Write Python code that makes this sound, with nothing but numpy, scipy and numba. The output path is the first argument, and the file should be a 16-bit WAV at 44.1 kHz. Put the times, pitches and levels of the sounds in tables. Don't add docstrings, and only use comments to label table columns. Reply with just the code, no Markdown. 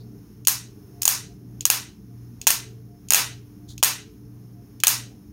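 import sys
import numpy as np
from scipy import signal
from scipy.fft import rfft, irfft, next_fast_len
from scipy.io import wavfile
from scipy.ndimage import uniform_filter1d, minimum_filter1d
from numba import njit

SR = 44100
rng = np.random.default_rng(int(sys.argv[2]) if len(sys.argv) > 2 else 0)


def natural_amplitude(level_db):
    exponent = np.asarray(level_db, float) / 20
    return 10 ** exponent


def put_to_file(sound):
    columns = np.atleast_2d(sound).T
    safe = np.clip(columns, -1, 1)
    whole_steps = np.round(safe * 32767)
    wavfile.write(sys.argv[1], SR, whole_steps.astype(np.int16))


N = 234819


def shade(x, table):
    hz, db = np.transpose(table)
    log_hz = np.log(np.fft.rfftfreq(2048, 1 / SR) + 1)
    log_gain = np.log(natural_amplitude(np.interp(log_hz, np.log(hz), db)))
    fold = np.r_[1, 2 * np.ones(1023), 1, np.zeros(1023)]
    impulse = irfft(np.exp(rfft(irfft(log_gain) * fold)))
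    return signal.fftconvolve(x, impulse)[:len(x)]


def unit(x):
    return x / np.sqrt(np.mean(x ** 2))


def walk(rate, size=N):
    hold = int(SR / rate)
    steps = np.repeat(rng.standard_normal(size // hold + 1), hold)
    return 1.3 * uniform_filter1d(uniform_filter1d(steps, hold), hold)[:size]


def add(out, x, s):
    i = int(s * SR)
    out[i:i + len(x)] += x[:len(out) - i]


def air():
    # [dB per Hz, relative]
    air_colour = [(20, -48.5), (44, -16.5), (86, -11.5), (147, -11.5), (184, -10), (240, -13), (297, -16),
                  (350, -19.5), (440, -17), (480, -31), (560, -34.5), (660, -36.5), (704, -30.5),
                  (750, -35.5), (1400, -40.5), (3500, -49.5), (5150, -46.5), (5300, -33), (5450, -43),
                  (5800, -43), (6700, -42), (7300, -60), (8600, -54), (9500, -45.5), (15700, -43.5),
                  (16000, -68.5)]
    level_db, surge_db, hiss_waver_db = -48.5, 2.5, 1.2
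    size = next_fast_len(N)
    spectrum = rfft(unit(shade(rng.standard_normal(N), air_colour)), size)
    hz = np.fft.rfftfreq(size, 1 / SR)
    edges = [0, 90, 150, 220, 290, 370, 480, 800, SR]
    bands = [irfft(spectrum * (hz >= low) * (hz < high), size)[:N] for low, high in zip(edges, edges[1:])]
    rumble = sum(band * natural_amplitude(surge_db * walk(5)) for band in bands[:-1])
    hiss = bands[-1] * natural_amplitude(hiss_waver_db * walk(11))
    return natural_amplitude(level_db) * (rumble + hiss)


def hum():
    # multiple [of its base pitch], level_db [dB rms before the waver]
    motor_lines = [(1, -60.5), (2, -49.5), (3, -64), (5, -55.5)]
    # multiple [of its base pitch], level_db [dB rms before the waver]
    fan_lines = [(1, -61.5), (2, -59)]
    motor_hz, fan_hz, mains_hum_hz, whine_hz = 59.11, 97.53, 120.05, 211.3
    mains_hum_db, whine_db, waver_db = -48, -61, 1.8
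    in_step_s = 0.017
    t = np.arange(N) / SR
    lines = [(multiple * motor_hz, db) for multiple, db in motor_lines]
    lines += [(multiple * fan_hz, db) for multiple, db in fan_lines]
    lines += [(mains_hum_hz, mains_hum_db), (whine_hz, whine_db)]
    tones = 0
    for hz, db in lines:
        tones = tones + natural_amplitude(db + waver_db * walk(9.5)) * np.sin(2 * np.pi * hz * (t - in_step_s))
    return np.sqrt(2) * tones


def blips():
    # middle_s [s], level_db [dB rms at the middle], length_s [s between the 1/e points]
    tone_swells = [(1.002, -59.5, 0.12), (1.318, -61.5, 0.055), (2.125, -67, 0.09), (2.938, -61, 0.09),
                   (3.34, -62, .06), (3.64, -64, 0.091), (4.595, -62, 0.065)]
    pitch_hz = 702
    t = np.arange(N) / SR
    swell = sum(natural_amplitude(db) * np.exp(-((t - s) / (length / 2)) ** 2) for s, db, length in tone_swells)
    return np.sqrt(2) * swell * np.sin(2 * np.pi * pitch_hz * t)


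def glove():
    # loudest_s [s], level_db [dB rms at the loudest], rise_s [s to climb the last 25 dB],
    # centre_hz [Hz], fuzz_db [dB of treble against the centre]
    strokes = [(0.004, -58.5, .011, 4450, -17.5), (3.701, -46, .024, 3960, -3.5)]
    fade_db_per_s, roughness_db = 331, 2.0
    out, t = 0, np.arange(N) / SR
    for s, db, rise, hz, fuzz_db in strokes:
        colour = [(0.74 * hz, -26), (0.77 * hz, -9), (hz, 0), (5200, -9), (6800, fuzz_db),
                  (8000, fuzz_db - 12), (9500, fuzz_db - 9), (13000, fuzz_db - 16.5)]
        rough_noise = rng.standard_normal(N) * natural_amplitude(roughness_db * walk(250))
        cloth = unit(shade(rough_noise, colour))
        drop_db = np.where(t < s, 25 * ((s - t) / rise) ** 2, fade_db_per_s * (t - s))
        out = out + cloth * natural_amplitude(db - drop_db.clip(0, 200))
    return out


def room(patchy_db=1.3):
    # [dB per Hz, relative]
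    room_colour = [(200, -16), (550, -15.5), (950, -6), (1500, -6), (2000, -8.5), (2600, -6.5),
                   (3300, -9.5), (5200, -5), (6600, -1.5), (7600, -10.5), (8200, -5.5), (9500, -3),
                   (11000, -7.5), (12600, -0.5), (15800, -2.5), (16100, -40)]
    # pitch_hz [Hz], t60_s [s to fall 60 dB]
    room_t60 = [(400, 0.35), (1000, 0.27), (2800, 0.33), (7000, 0.28), (15000, 0.16)]
    t = np.arange(int(0.6 * SR)) / SR
    noise = unit(shade(rng.standard_normal(len(t)), room_colour))
    spectrum, hz = rfft(noise), np.fft.rfftfreq(len(t), 1 / SR)
    centres, t60s = np.transpose(room_t60)
    edges = 100 * 2 ** np.arange(0, 7.8, 1 / 8)
    tail = 0
    for low, high in zip(edges, edges[1:]):
        band = irfft(spectrum * (hz >= low) * (hz < high), len(t))
        flutter_db = patchy_db * walk(40, size=len(t))
        t60 = np.interp(np.log(low), np.log(centres), t60s)
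        tail = tail + band * natural_amplitude(flutter_db - 60 * t / t60)
    tail = tail * natural_amplitude(0.37 * walk(400, size=len(t)))
    build_up = 1 - np.exp(-t / 0.0011)
    far_walls = 1 - 0.13 * np.exp(-t / 0.075)
    return tail * build_up * far_walls


def snap(chance, colour, crack_t60):
    # [dB per Hz, relative]
    arc_colour = [(200, -26.5), (600, -14.5), (1000, -4.5), (2000, -20.5), (2800, -2.5), (3800, -9),
                  (4800, -6), (6600, -3), (7700, -5.5), (10000, -5), (12700, -5.5), (15800, -7.5),
                  (16600, -32)]
    # pitch_hz [Hz], level_db [dB, relative], t60_s [s to fall 60 dB]
    tester_modes = [(1016, -13, 0.009), (2730, -11, 0.019), (3160, -10.5, 0.0028), (4330, -9.5, 0.0041),
                    (6740, 4.5, 0.012), (8350, -12.5, 0.036), (9660, 4.5, 0.004), (12850, -3, 0.012),
                    (16600, -11, .006)]
    shock_db = 13
    t = np.arange(len(chance)) / SR
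    shock = natural_amplitude(shock_db) * (np.arange(len(t)) == 4)
    crack = unit(shade(chance, arc_colour)) * natural_amplitude(-60 * t / crack_t60) * (1 - np.exp(-t / 0.00045))
    ring = sum(natural_amplitude(db - 60 * t / t60) * np.sin(2 * np.pi * hz * t) for hz, db, t60 in tester_modes)
    push = shock + 0.7 * chance * natural_amplitude(-60 * t / (0.27 * crack_t60))
    rung = signal.fftconvolve(push, ring)[:len(t)]
    return shade(0.85 * crack + 0.066 * rung + 0.2 * shade(shock, arc_colour), colour)


def sparks():
    # start_s [s], strength_db [dB], crack_t60_s [s to fall 60 dB], body_db [dB of mid tones],
    # echo_db [dB of wall echo against the snap]
    spark_list = [(0.4714, 8.5, 0.018, -3.5, -13.5), (0.4829, 6.5, 0.0089, -5, -21.5),
                  (1.02, -8, .009, -11, -18.5), (1.0317, -6, 0.0082, -6.5, -19),
                  (1.0541, 10.5, 0.0042, -4, -20), (1.0783, 11.5, 0.011, -3.5, -14.5),
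                  (1.6533, 4.5, 0.02, -4, -12.5), (1.701, 9.5, 0.0081, 1, -20),
                  (2.4696, 10, 0.0055, -0.5, -10.5), (2.474, 4, 0.014, 4.5, -11),
                  (2.5046, 4, 0.0078, -3, -18), (3.1057, 4.5, 0.0056, 3, -17.5),
                  (3.1218, 8, 0.0064, 3, -21), (3.135, 9, 0.0076, 2, -15.5), (3.146, 12, 0.0052, 3, -15.5),
                  (3.8281, 8.5, 0.01, 6, -17), (3.8349, 11.5, 0.012, -2, -11), (4.836, 6, 0.014, 8, -11),
                  (4.8696, 11.5, 0.016, -1.5, -18), (4.8806, 7.5, 0.0064, -5, -22)]
    # start_s [s], strength_db [dB]
    touch_list = [(0.4507, -27.5), (1.0177, -23), (1.608, -21.5), (2.415, -24.5), (3.086, -26),
                  (3.7793, -28), (4.8018, -25.5)]
    wall_s, room_db, touch_room_db = 0.0102, -20.5, -18
    base_bass_db, bass_per_body, bass_per_strength = -2, 0.62, 0.2
    wall = [(1500, -4), (5000, 6.5)]
    thin = [(1200, -29.5), (2500, 3.0), (7000, 3.0), (10000, -5.5)]
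    out, tail = np.zeros(N), room()
    chance = rng.standard_normal((len(spark_list) + len(touch_list), 2, 1024))
    swell = np.minimum(np.arange(1024) / (0.001 * SR), 1)
    for (s, db, t60, body_db, echo_db), (direct, back) in zip(spark_list, chance):
        bass_db = base_bass_db + bass_per_body * body_db + bass_per_strength * db
        colour = [(400, 2 * bass_db - 6.5), (1100, bass_db), (3000, body_db), (5500, 0)]
        echo = swell * shade(snap(back, colour, 0.0077), wall)
        add(out, natural_amplitude(db) * snap(direct, colour, t60), s)
        add(out, natural_amplitude(db + echo_db) * echo, s + wall_s)
        add(out, natural_amplitude(db + room_db) * shade(tail, colour), s)
    for (s, db), (direct, _) in zip(touch_list, chance[len(spark_list):]):
        add(out, natural_amplitude(db) * snap(direct, thin, 0.012), s)
        add(out, natural_amplitude(db + touch_room_db) * shade(tail, thin), s)
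    return out


def scene():
    return (air() + hum() + blips() + glove() + sparks())[None]


@njit
def recover(gain, release):
    out, g = np.empty(len(gain)), 1.
    for i in range(len(gain)):
        g = min(gain[i], g + (1 - g) * release)
        out[i] = g
    return out


def limiter(dry):
    ahead, ramp = int(0.026 * SR), int(0.012 * SR)
    loudness = np.sqrt(uniform_filter1d(dry[0] ** 2, size=88) + 1e-12)
    need = np.minimum(1, 0.5 / loudness)
    held = minimum_filter1d(np.r_[need, np.ones(ahead)], ahead)[ahead // 2:][:N]
    recovered = recover(held, 1 / (0.035 * SR))
    gain = uniform_filter1d(recovered, ramp, origin=ramp // 2 - 1)
    return dry * gain


def top_cut(x):
    return signal.sosfilt(signal.butter(12, 16640, fs=SR, output="sos"), x)


def record(dry):
    lopsided = 0.04
    limited = limiter(dry)
    bent = limited + lopsided * limited ** 2
    return top_cut(np.clip(bent, -1, 1))


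dry = scene()
out = record(dry)
put_to_file(out)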